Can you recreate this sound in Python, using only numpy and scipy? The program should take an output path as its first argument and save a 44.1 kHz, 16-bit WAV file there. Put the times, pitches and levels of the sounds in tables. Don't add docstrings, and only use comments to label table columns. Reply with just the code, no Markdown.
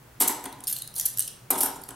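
import sys
import numpy as np
from scipy import signal
from scipy.fft import rfft, irfft
from scipy.io import wavfile

SR = 44100
rng = np.random.default_rng(int(sys.argv[2]) if len(sys.argv) > 2 else 0)


def unload_audio(sound):
    columns = np.transpose(np.atleast_2d(sound))
    steps = np.round(np.clip(columns, -1, 1) * 32767)
    wavfile.write(sys.argv[1], SR, steps.astype(np.int16))


def boost_factor(decibels):
    exponent = np.asarray(decibels, float) / 20
    return 10 ** exponent


N = 85995


def at_hz(points, hz):
    points_hz, values = np.transpose(points)
    return np.interp(np.log(hz), np.log(points_hz), values)


def rms_one(x):
    return x / np.sqrt(np.mean(x ** 2) + 1e-20)


def modes(hz, gain, t60, length):
    t = np.arange(int(length * SR))[:, None] / SR
    swell = 1 - np.exp(-t * hz / 3)
    decay = boost_factor(-60 * t / t60)
    return np.sum(gain * swell * decay * np.sin(2 * np.pi * hz * t), axis=1)


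def add(out, s, sound):
    i = int(s * SR)
    out[..., i:i + sound.shape[-1]] += sound[..., :N - i]


def filtered(x, order, hz, kind):
    return signal.sosfilt(signal.butter(order, hz, kind, fs=SR, output="sos"), x)


def background():
    # (frequency [Hz], level per Hz [dB])
    air_db = [(25, -10), (50, -2.5), (90, -15.5), (140, 3), (212, -7), (500, -11), (1400, -14.5),
              (4000, -25), (16000, -25.5)]
    # (frequency [Hz], level [dB])
    air_side_db = [(40, -21), (150, -14.5), (600, -2), (3000, -3.5)]
    # (frequency [Hz], level [dB], width [Hz])
    hum = [
        (62, -67, 4.0),
        (119, -58, 9.0),
        (15735, -80, 3.0),
    ]
    hz = np.maximum(np.arange(N // 2 + 1) * SR / N, 20)
    white = rfft(rng.standard_normal((3, N)))
    mid_side_db = at_hz(air_db, hz) + at_hz(air_side_db, hz) * [[0], [1]]
    air = irfft(white[:2] * boost_factor(mid_side_db), N)
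    out = air / np.std(air[0]) * boost_factor(-54)
    for line_hz, db, width in hum:
        line = irfft(white[2] / (1 + ((hz - line_hz) / width) ** 2), N)
        out[0] += boost_factor(db) * rms_one(line)
    return out


def room(x):
    # (frequency [Hz], t60 [s])
    room_t60 = [(200, 0.96), (1000, 0.6), (3500, 0.53), (9000, 0.37), (15000, 0.34)]
    # (frequency [Hz], level [dB])
    room_db = [(200, -6.5), (1000, 5), (3500, 0.5), (9000, -6.5), (15000, -14.5)]
    # (frequency [Hz], level [dB])
    room_side_db = [(250, -15.5), (1000, -9.5), (4000, -8), (12000, -1.5)]
    rise_s = 0.0029
    t = np.arange(int(.6 * SR)) / SR
    edges = 140 * 2 ** np.arange(0, 7.1, .5)
    white = rng.standard_normal((2, 2, len(t)))
    echo = 0
    for k, (low, high) in enumerate(zip(edges, edges[1:])):
        hz = np.sqrt(low * high)
        t60 = at_hz(room_t60, hz)
        band = filtered(white[k % 2], 2, [low, high], "band")
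        mid_side_db = at_hz(room_db, hz) + at_hz(room_side_db, hz) * np.array([[0], [1]])
        echo = echo + band * boost_factor(mid_side_db - 60 * t / t60) * np.sqrt(14 / t60 / SR)
    echo = echo * (1 - np.exp(-(t / rise_s) ** 2))
    return signal.fftconvolve(x[None], echo, axes=1)[:, :N]


def table_top():
    # (time [s], level [dB])
    knocks = [(0.205, -22), (0.222, -21.5), (0.249, -24.5), (0.278, -35), (0.294, -21), (0.442, -32),
              (0.457, -29.5), (0.527, -46), (0.606, -39), (0.964, -45), (1.504, -21), (1.525, -24.5),
              (1.556, -23.5), (1.608, -27), (1.632, -24.5), (1.659, -26.5), (1.76, -38), (1.889, -36),
              (1.907, -37.5)]
    # (frequency [Hz], level [dB], t60 [s])
    wood = [(207, 2, .06), (265, 0, .12), (287, 2, .12), (330, -3, .09), (394, 3, .07), (486, -1, .055),
            (640, -3, .045), (752, 2, .065), (850, -2, .055), (932, 2, .055), (1040, 0, .048),
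            (1250, -7, .04), (1450, -9, .035), (1720, -13, .03)]
    crack_t60_s, longest_cycles, detune = 0.029, 50, .006
    out = np.zeros(N)
    hz, db, t60 = np.transpose(wood)
    t60 = np.minimum(t60, longest_cycles / hz)
    fade = boost_factor(-60 * np.arange(2000) / SR / crack_t60_s)
    for s, level_db in knocks:
        g = rng.standard_normal(len(wood))
        gain = boost_factor(level_db + db - 9 + 2.5 * g) * np.sign(np.roll(g, 3))
        add(out, s, modes(hz * (1 + detune * g[::-1]), gain, t60, .2))
        crack = filtered(rng.standard_normal(2000) * fade, 2, [180, 2010], "band")
        add(out, s, boost_factor(level_db + 2.8) * crack)
    return out


def coin_modes(u, g):
    # (frequency [Hz], level [dB])
    coin_db = [(1500, -4.5), (2300, -29), (3000, -13.5), (4500, -14), (6400, -9.5), (8500, -3),
               (12000, -0.5), (16100, -16)]
    damped_t60_s, spread_db = .004, 2.5
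    hz = 1400 * 11.5 ** ((np.arange(len(g)) + u[0]) / len(g)) ** .6
    gain = boost_factor(at_hz(coin_db, hz) + spread_db * np.clip(g, -1.5, 1.5)) * np.sign(g[::-1])
    return hz, gain, damped_t60_s * (.6 + u[1])


def slides():
    # (time [s], length [s], level [dB])
    strokes = [(0.2, 0.059, -28), (0.283, 0.048, -35), (0.434, 0.033, -54), (.676, 0.043, -34),
               (0.744, 0.071, -45), (.82, 0.049, -57), (0.948, 0.11, -37), (1.066, 0.071, -59),
               (1.166, 0.13, -45), (1.514, 0.11, -40.5), (1.576, 0.025, -34.5), (1.605, 0.082, -45),
               (1.81, .11, -61)]
    grit_per_s, fade_db = 3800, 9.5
    out = np.zeros(N)
    grains = rng.random(N) < grit_per_s / SR
    grit = grains * rng.standard_normal(N) * boost_factor(1.4 * rng.standard_normal(N))
    for s, length, db in strokes:
        along = np.linspace(0, 1, int(length * SR))
        stroke = np.sin(np.pi * along) ** 0.51 * boost_factor(-fade_db * along)
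        coin = modes(*coin_modes(rng.random((2, 80)), rng.standard_normal(80) / 2), .012)
        i = int(s * SR)
        grating = np.convolve(grit[i:i + len(stroke)] * stroke, coin)
        add(out, s, boost_factor(db) * rms_one(grating))
    return out


def pinches():
    # (time [s], frequency [Hz], level [dB])
    pinched = [(.4405, 5700, -39), (0.4586, 3230, -22), (.4555, 4940, -28.5), (.5265, 3870, -34),
               (0.5268, 5500, -36), (.605, 3370, -35), (0.941, 5540, -30), (.8748, 6500, -31),
               (0.638, 6720, -28), (.639, 4030, -28.5), (.671, 5060, -16), (0.679, 4240, -26),
               (0.728, 4620, -21), (0.735, 2880, -32.5), (0.765, 4300, -23), (0.762, 2970, -23.5),
               (.786, 4080, -27), (.821, 4000, -21.5), (0.876, 4420, -28.5), (.963, 4150, -26),
               (0.998, 6300, -21), (0.9962, 4630, -28), (1.011, 6520, -29), (1.059, 4970, -40),
               (1.062, 3080, -58), (1.173, 3800, -40), (1.185, 6700, -35), (1.204, 6340, -29),
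               (1.203, 3600, -47), (1.223, 4070, -24), (1.223, 6300, -21.5), (1.277, 5830, -23),
               (1.279, 3040, -24.5), (1.506, 6390, -33), (1.543, 3350, -23), (1.554, 6560, -40),
               (1.608, 3070, -40), (1.837, 4630, -32), (1.906, 3320, -30)]
    out = np.zeros(N)
    for s, hz, db in pinched:
        detune, sign = rng.standard_normal((2, 6))
        add(out, s, modes(hz * (1 + .05 * detune), boost_factor(db - 9) * np.sign(sign), .010, .03))
    return out


def loose_coin():
    # (time [s], level [dB], t60 [s], top mode [Hz])
    rings = [(.2045, -26, .03, 12300), (.678, -31, .07, 12370), (.698, -31, .06, 12370),
             (.712, -32, .06, 12370), (.727, -31, .08, 12370), (.765, -39, .06, 12370),
             (1.057, -22, .045, 12300), (1.085, -33, .055, 12300), (1.505, -19, .055, 12300),
             (1.607, -25, .12, 12285), (1.632, -28, .14, 12285), (1.657, -34, .13, 12285)]
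    # (ratio to the top mode, level [dB])
    loose = [(1, 6), (1.0055, 0), (1.025, -6), (1.057, -10), (.85, -10), (.737, -8), (.594, -11.5),
             (.247, -25.5)]
    out = np.zeros(N)
    ratio, db = np.transpose(loose)
    for s, level_db, t60, top_hz in rings:
        gain = boost_factor(level_db + db + 1.5 * rng.standard_normal(len(loose)))
        add(out, s, modes(top_hz * ratio, gain, t60, .2))
    return out * boost_factor(-0.7)


def contacts(rows, trim_db, strong_db, lifts):
    strong_width_hz, click_spread_db, chatter_fade_db, first_db = 700, 3.5, 5, 8
    near_side_db = -13.5
    out = np.zeros((2, N))
    for s, db, strong_hz, length in rows:
        u, g = rng.random((3, 56)), rng.standard_normal((3, 56))
        hz, gain, t60 = coin_modes(u, g[0])
        for lift_hz, lift_db, width in [(strong_hz, strong_db, strong_width_hz), *lifts]:
            gain = gain * boost_factor(lift_db * np.exp(-((hz - lift_hz) / width) ** 2))
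        when = u[2] - u[2].min()
        click_db = click_spread_db * g[1] - chatter_fade_db * when + first_db * (when == 0)
        clicks = np.zeros(int(length * SR) + 2)
        np.add.at(clicks, (when * length * SR).astype(int), boost_factor(click_db) * np.sign(g[2]))
        mid = np.convolve(clicks, modes(hz, gain, t60, .012))
        side = np.convolve(clicks, modes(hz, gain * g[2], t60, .012)) * boost_factor(near_side_db)
        add(out, s, np.array([mid, side]) * boost_factor(db + trim_db) / np.abs(mid).max())
    return out


def stack_contacts():
    # (time [s], peak level [dB], strongest mode [Hz], chatter length [s])
    stack = [(.204, -7.5, 12200, .007), (.2105, -7.5, 11500, .007), (.217, -16, 10000, .004),
             (.2215, -7.5, 11200, .002), (.2243, -8.5, 11200, .002), (.232, -12, 10800, .003),
             (.2762, -10, 12500, .003), (.2785, -10, 10780, .003), (.2812, -9, 12400, .004),
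             (.3225, -22, 9000, .004), (.4401, -24, 11000, .004), (.4545, -24, 10200, .008),
             (.526, -32, 11200, .003), (.588, -45, 7440, .005), (.6045, -32, 8020, .004),
             (1.5042, -8, 12200, .004), (1.508, -8, 11500, .004), (1.5125, -10, 13500, .004),
             (1.530, -22, 11000, .012), (1.555, -25, 6500, .007), (1.5802, -21, 10000, .018),
             (1.6058, -8, 11000, .003), (1.609, -9.5, 9500, .004), (1.614, -13, 10500, .008),
             (1.6235, -16, 12000, .006), (1.630, -10, 8500, .004), (1.634, -11, 11000, .004),
             (1.638, -18, 10000, .007), (1.6465, -19, 9000, .006), (1.656, -16, 9200, .009),
             (1.757, -32, 7140, .012), (1.814, -34, 10300, .008), (1.8362, -29, 9900, .004),
             (1.885, -34, 9960, .003), (1.8888, -24, 9960, .004), (1.905, -31, 8000, .006)]
    return contacts(stack, -1.5, 6, [])


def palm_contacts():
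    # (time [s], peak level [dB], strongest mode [Hz], chatter length [s])
    palm = [(.638, -26, 11500, .007), (.6702, -19, 9500, .005), (.6735, -19, 11000, .003),
            (.6768, -14, 9000, .003), (.680, -18, 12400, .005), (.698, -24, 12400, .007),
            (.712, -29, 12400, .005), (.726, -14, 10600, .003), (.7302, -14.5, 10300, .004),
            (.762, -26, 12860, .005), (.7858, -23, 12600, .004), (.8185, -26, 9500, .003),
            (.8212, -17, 9900, .004), (.8745, -27, 9170, .003), (.9402, -31, 11500, .003),
            (.955, -29, 12760, .004), (.9628, -21, 11000, .002), (.979, -23, 9290, .004),
            (.985, -18, 9200, .002), (.9967, -10, 12800, .003), (1.0106, -14, 12300, .002),
            (1.055, -11, 12400, .002), (1.058, -11, 10500, .003), (1.061, -9, 10500, .005),
            (1.079, -26, 12100, .003), (1.138, -31, 10300, .005), (1.1725, -22, 13100, .002),
            (1.1738, -16, 13100, .002), (1.1837, -14, 12700, .003), (1.1935, -5, 10670, .0015),
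            (1.197, -17, 13300, .003), (1.203, -14, 13300, .005), (1.223, -16, 9800, .0006),
            (1.2748, -27, 12800, .002), (1.2765, -20, 10300, .004)]
    # (frequency [Hz], lift [dB], width [Hz])
    cup = [(3000, 0.5, 480), (4300, 1.5, 1300)]
    return contacts(palm, -1.26, 10, cup)


def scene():
    near = stack_contacts() + palm_contacts()
    near[0] += slides()
    near = filtered(near, 4, 1760, "high")
    near[0] += filtered(table_top(), 4, 180, "high")
    ringing, pinched = loose_coin(), pinches()
    to_room = near[0] + boost_factor(-7) * ringing + boost_factor(-3) * pinched
    mid, side = near + room(to_room) + background()
    mid = mid + ringing + pinched
    return np.array([mid + side, mid - side])


def roll_off(x):
    return signal.sosfilt(signal.butter(12, 16970, fs=SR, output="sos"), x)


def record(dry):
    mic = signal.sosfilt(signal.cheby2(14, 28, 16050, fs=SR, output="sos"), dry)
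    return roll_off(mic)


dry = scene()
out = record(dry)
unload_audio(out)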